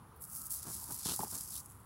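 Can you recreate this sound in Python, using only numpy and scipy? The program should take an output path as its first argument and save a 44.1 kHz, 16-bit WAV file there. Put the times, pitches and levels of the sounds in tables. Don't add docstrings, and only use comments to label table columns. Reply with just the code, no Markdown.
import sys
import numpy as np
from scipy import signal
from scipy.fft import rfft, irfft
from scipy.io import wavfile

SR = 44100
rng = np.random.default_rng(int(sys.argv[2]) if len(sys.argv) > 2 else 0)


def wav_out(sig):
    wavfile.write(sys.argv[1], SR, np.round(np.clip(np.atleast_2d(sig).T, -1, 1) * 32767).astype(np.int16))


N = 81585
TIME_S = np.arange(N) / SR


def from_db(db):
    return 10 ** (np.asarray(db) / 20)


def unit_rms(x):
    return x / np.sqrt(np.mean(x ** 2) + 1e-20)


def curve(rows):
    return np.interp(TIME_S, *np.transpose(rows))


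def decay(t, t60_s):
    return np.exp(-np.log(1000) * np.maximum(t, 0) / t60_s)


def drift(rate_hz):
    hop, settle = 20, 2000
    pole = np.exp(-2 * np.pi * rate_hz * hop / SR)
    noise = rng.standard_normal(N // hop + settle + 2)
    slow = signal.lfilter([1], [1, -2 * pole, pole * pole], noise)[settle:]
    return np.interp(np.arange(N) / hop, np.arange(len(slow)), unit_rms(slow))


def bands(x):
    centres = 16000 * 2 ** (np.arange(-28, 1) / 3)
    spectrum, bin_hz = rfft(x), np.arange(N // 2 + 1) * SR / N
    return [(hz, irfft(spectrum * np.interp(bin_hz, centres, share), N))
            for hz, share in zip(centres, np.eye(len(centres)))]


def coloured(x, spectrum):
    hz, db = np.transpose(spectrum)
    bin_hz = np.maximum(np.arange(N // 2 + 1) * SR / N, 1)
    gain = from_db(np.interp(np.log(bin_hz), np.log(hz), db))
    return unit_rms(irfft(rfft(x) * gain, N))


def grains(per_s, spread_db):
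    sizes = from_db(spread_db * np.minimum(rng.exponential(1, N), 5))
    return unit_rms(sizes * rng.choice([-1, 1], N) * (rng.random(N) < per_s / SR))


# frequency_hz, relative_db
GARDEN_SPECTRUM = [(25, -23), (40, 2), (55, 0), (95, 0), (160, -7), (250, -13.5), (450, -21.5), (620, -23),
                   (900, -15.5), (1250, -15), (1700, -26), (2500, -34.5), (5000, -38.5), (8000, -43),
                   (10800, -27.5), (13000, -42), (16000, -33)]

def garden(level_db=-56, waver_db=1):
    air = coloured(rng.standard_normal(N), GARDEN_SPECTRUM)
    return from_db(level_db) * sum(band * from_db(waver_db * drift(2.67)) for _, band in bands(air))


# middle_s, length_s, pitch_hz, level_db
BACKGROUND_TONES = [(0.13, 0.29, 465, -69), (0.417, 0.14, 1290, -63), (0.87, 0.3, 970, -62.5)]

def faint_tones(waver_hz=45):
    out = 0
    for middle_s, length_s, pitch_hz, level_db in BACKGROUND_TONES:
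        swell = np.cos(np.pi * np.clip((TIME_S - middle_s) / length_s, -.5, .5))
        phase = 2 * np.pi * pitch_hz * TIME_S
        tone = drift(waver_hz) * np.sin(phase) + drift(waver_hz) * np.cos(phase)
        out = out + from_db(level_db) * swell * tone
    return out


# start_s, level_db
TREADS = [(1.0592, -30.5), (1.121, -48), (1.2015, -34.5)]

def paw_treads(pitch_hz=173, t60_s=.027):
    out = 0
    for start_s, level_db in TREADS:
        t = np.maximum(TIME_S - start_s, 0)
        out = out + from_db(level_db) * np.sin(2 * np.pi * pitch_hz * t) * decay(t, t60_s)
    return out


# frequency_hz, relative_db
SOIL_SPECTRUM = [(120, -25), (250, 7.5), (380, 3), (560, -6), (1050, 2), (1500, -4.5), (2200, -18.5),
                 (4000, -16.5), (8000, -34)]
THUD_SPECTRUM = [(40, 0.5), (90, 1.5), (165, 5.5), (225, 0.5), (330, -11), (700, -35), (2000, -82)]
# start_s, length_s, crunch_db, thud_db
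PAW_SCUFFS = [(0.647, 0.0053, -49.5, -58), (0.665, 0.035, -53.5, -51.5), (0.747, 0.041, -69, -53),
              (0.887, 0.039, -54.5, -52), (1.052, 0.0089, -46, -54), (1.079, 0.057, -49, -51.5),
              (1.199, 0.0069, -43.5, -52), (1.24, 0.0075, -49, -50), (1.32, 0.05, -55.5, -53.5)]

def paw_scuffs(attack_s=.006, t60_s=.095):
    crunch = coloured(grains(per_s=1500, spread_db=2), SOIL_SPECTRUM)
    thud = coloured(rng.standard_normal(N), THUD_SPECTRUM)
    out = 0
    for start_s, length_s, crunch_db, thud_db in PAW_SCUFFS:
        t = TIME_S - start_s
        envelope = np.clip(t / attack_s, 0, 1) * decay(t - length_s, t60_s)
        out = out + envelope * (from_db(crunch_db) * crunch + from_db(thud_db) * thud)
    return out


# pitch_hz, relative_db, t60_s
HOLLOW_MODES = [(213, -16.5, 0.044), (423, -18.5, 0.047), (852, 3.5, 0.015)]
# start_s, strength_db
CONTACTS = [(.826, -42.5), (.910, -36.5), (1.116, -39.5), (1.1924, -22.5), (1.2031, -36), (1.2261, -31.5),
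            (1.233, -20.5), (1.270, -39)]

def hollow_knocks(rise_s=.002):
    out = 0
    for start_s, strength_db in CONTACTS:
        t = np.maximum(TIME_S - start_s, 0)
        ring = sum(from_db(relative_db) * np.sin(2 * np.pi * pitch_hz * t) * decay(t, t60_s)
                   for pitch_hz, relative_db, t60_s in HOLLOW_MODES)
        out = out + from_db(strength_db) * (1 - np.exp(-t / rise_s)) * ring
    return out


# start_s, strength_db, pitch_hz
STALK_SNAPS = [(.2225, -39, 11500), (.2397, -32, 10500), (.251, -36, 9000), (.3512, -32, 10500),
               (.362, -33, 12000), (.368, -33, 10000), (.396, -35, 14000), (.4177, -32, 11000),
               (.4610, -33, 10500), (.4683, -30, 11000), (.4803, -36, 12000), (.5068, -26, 10500),
               (.5172, -26, 10500), (.5245, -29, 13000), (.5413, -29, 11000), (.5485, -28, 11000),
               (.5543, -28, 12000), (.995, -34, 10000), (1.058, -27, 5000), (1.088, -21, 9600),
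               (1.162, -22, 10600), (1.315, -32, 6000), (1.3535, -30, 7000), (1.356, -30, 11000),
               (1.380, -33, 5500), (1.437, -31, 10500), (1.506, -31, 11000), (1.542, -33, 11000),
               (1.6595, -36, 11000), (1.70, -44, 14000)]

def stalk_snaps(t60_s=.006, width_hz=3600, low_cut_hz=4500):
    out, t = np.zeros(N + SR), np.arange(SR // 20) / SR
    pole = np.exp(-np.pi * width_hz / SR)
    for start_s, strength_db, pitch_hz in STALK_SNAPS:
        burst = decay(t, t60_s) * rng.standard_normal(len(t))
        resonance = [1, -2 * pole * np.cos(2 * np.pi * pitch_hz / SR), pole * pole]
        crack = signal.lfilter([1, 0, -1], resonance, burst)
        start = int(start_s * SR)
        out[start:start + len(t)] += from_db(strength_db) * crack / np.abs(crack).max()
    return signal.sosfilt(signal.butter(4, low_cut_hz, "high", fs=SR, output="sos"), out[:N])


# frequency_hz, relative_db
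LEAF_SPECTRUM = [(1500, -11), (2300, -11.5), (3200, -10), (4500, -8.5), (6300, -7), (8300, -2), (9600, -1),
                 (11000, 4), (12500, -4), (15500, -4)]
# time_s, edge_hz
RUSTLE_EDGE = [(.19, 9000), (.215, 7500), (.24, 4900), (.48, 4650), (.53, 4400), (1.045, 4280),
               (1.06, 3000), (1.11, 2590), (1.15, 4100), (1.2, 4720), (1.35, 4350), (1.50, 4900),
               (1.56, 3160), (1.65, 6350), (1.85, 7700)]
# time_s, tilt_db_per_octave
RUSTLE_TILT = [(.2, 6), (.36, 2), (.54, 2.5), (.62, -4), (.85, -1), (.93, -0.5), (1.06, -7.5), (1.11, -7),
               (1.16, -2), (1.33, -3), (1.55, -2.5), (1.75, -5.5)]
# time_s, strength_db
DOG_PUSHES = [
    [(0.14, -93), (0.164, -60.5), (0.188, -71), (0.22, -46), (0.242, -48), (0.264, -57), (0.362, -42),
     (0.412, -47), (0.418, -47), (0.434, -47.5), (0.47, -44), (0.492, -56), (0.495, -58)],
    [(0.498, -50), (0.508, -36.5), (0.558, -40.5), (0.618, -50), (0.63, -42), (0.652, -51), (0.744, -41),
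     (0.75, -43.5), (0.892, -48.5), (0.92, -39.5), (0.984, -47.5), (0.994, -44), (1.018, -48), (1.03, -44)],
    [(1.04, -47.5), (1.052, -37.5), (1.166, -39.5), (1.17, -42), (1.244, -42), (1.254, -46.5),
     (1.34, -42.5), (1.354, -38), (1.366, -42), (1.442, -45.5), (1.474, -49), (1.578, -40.5),
     (1.634, -57.5), (1.664, -55.5), (1.67, -62.5), (1.702, -56), (1.706, -58.5), (1.85, -68)],
]

def leaf_rustle(clump_db=1.9, flicker_db=.5, pivot_hz=10300, gain_db=.5):
    friction = unit_rms(grains(per_s=2500, spread_db=3.5) + rng.standard_normal(N))
    clumps = from_db(clump_db * drift(rate_hz=150))
    rustle = coloured(friction * clumps, LEAF_SPECTRUM)
    edge_hz, tilt = curve(RUSTLE_EDGE), curve(RUSTLE_TILT)
    out = 0
    for hz, band in bands(rustle):
        if hz > 1000:
            cut_db = np.clip(51 * np.log2(edge_hz / hz), 0, 13)
            tilt_db = tilt * max(np.log2(hz / pivot_hz), -1)
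            out = out + band * from_db(flicker_db * drift(rate_hz=60) + tilt_db - cut_db)
    push_db = curve([row for push in DOG_PUSHES for row in push])
    return out * from_db(gain_db + push_db)


def scene():
    close_by = leaf_rustle() + stalk_snaps() + paw_scuffs() + paw_treads() + hollow_knocks()
    return (close_by + faint_tones() + garden())[None]


def record(dry):
    low_cut_hz, high_cut_hz = 58, 15800
    thinned = signal.sosfilt(signal.butter(4, low_cut_hz, "high", fs=SR, output="sos"), dry)
    return signal.sosfilt(signal.ellip(12, .1, 80, high_cut_hz, fs=SR, output="sos"), thinned)


dry = scene()
out = record(dry)
wav_out(out)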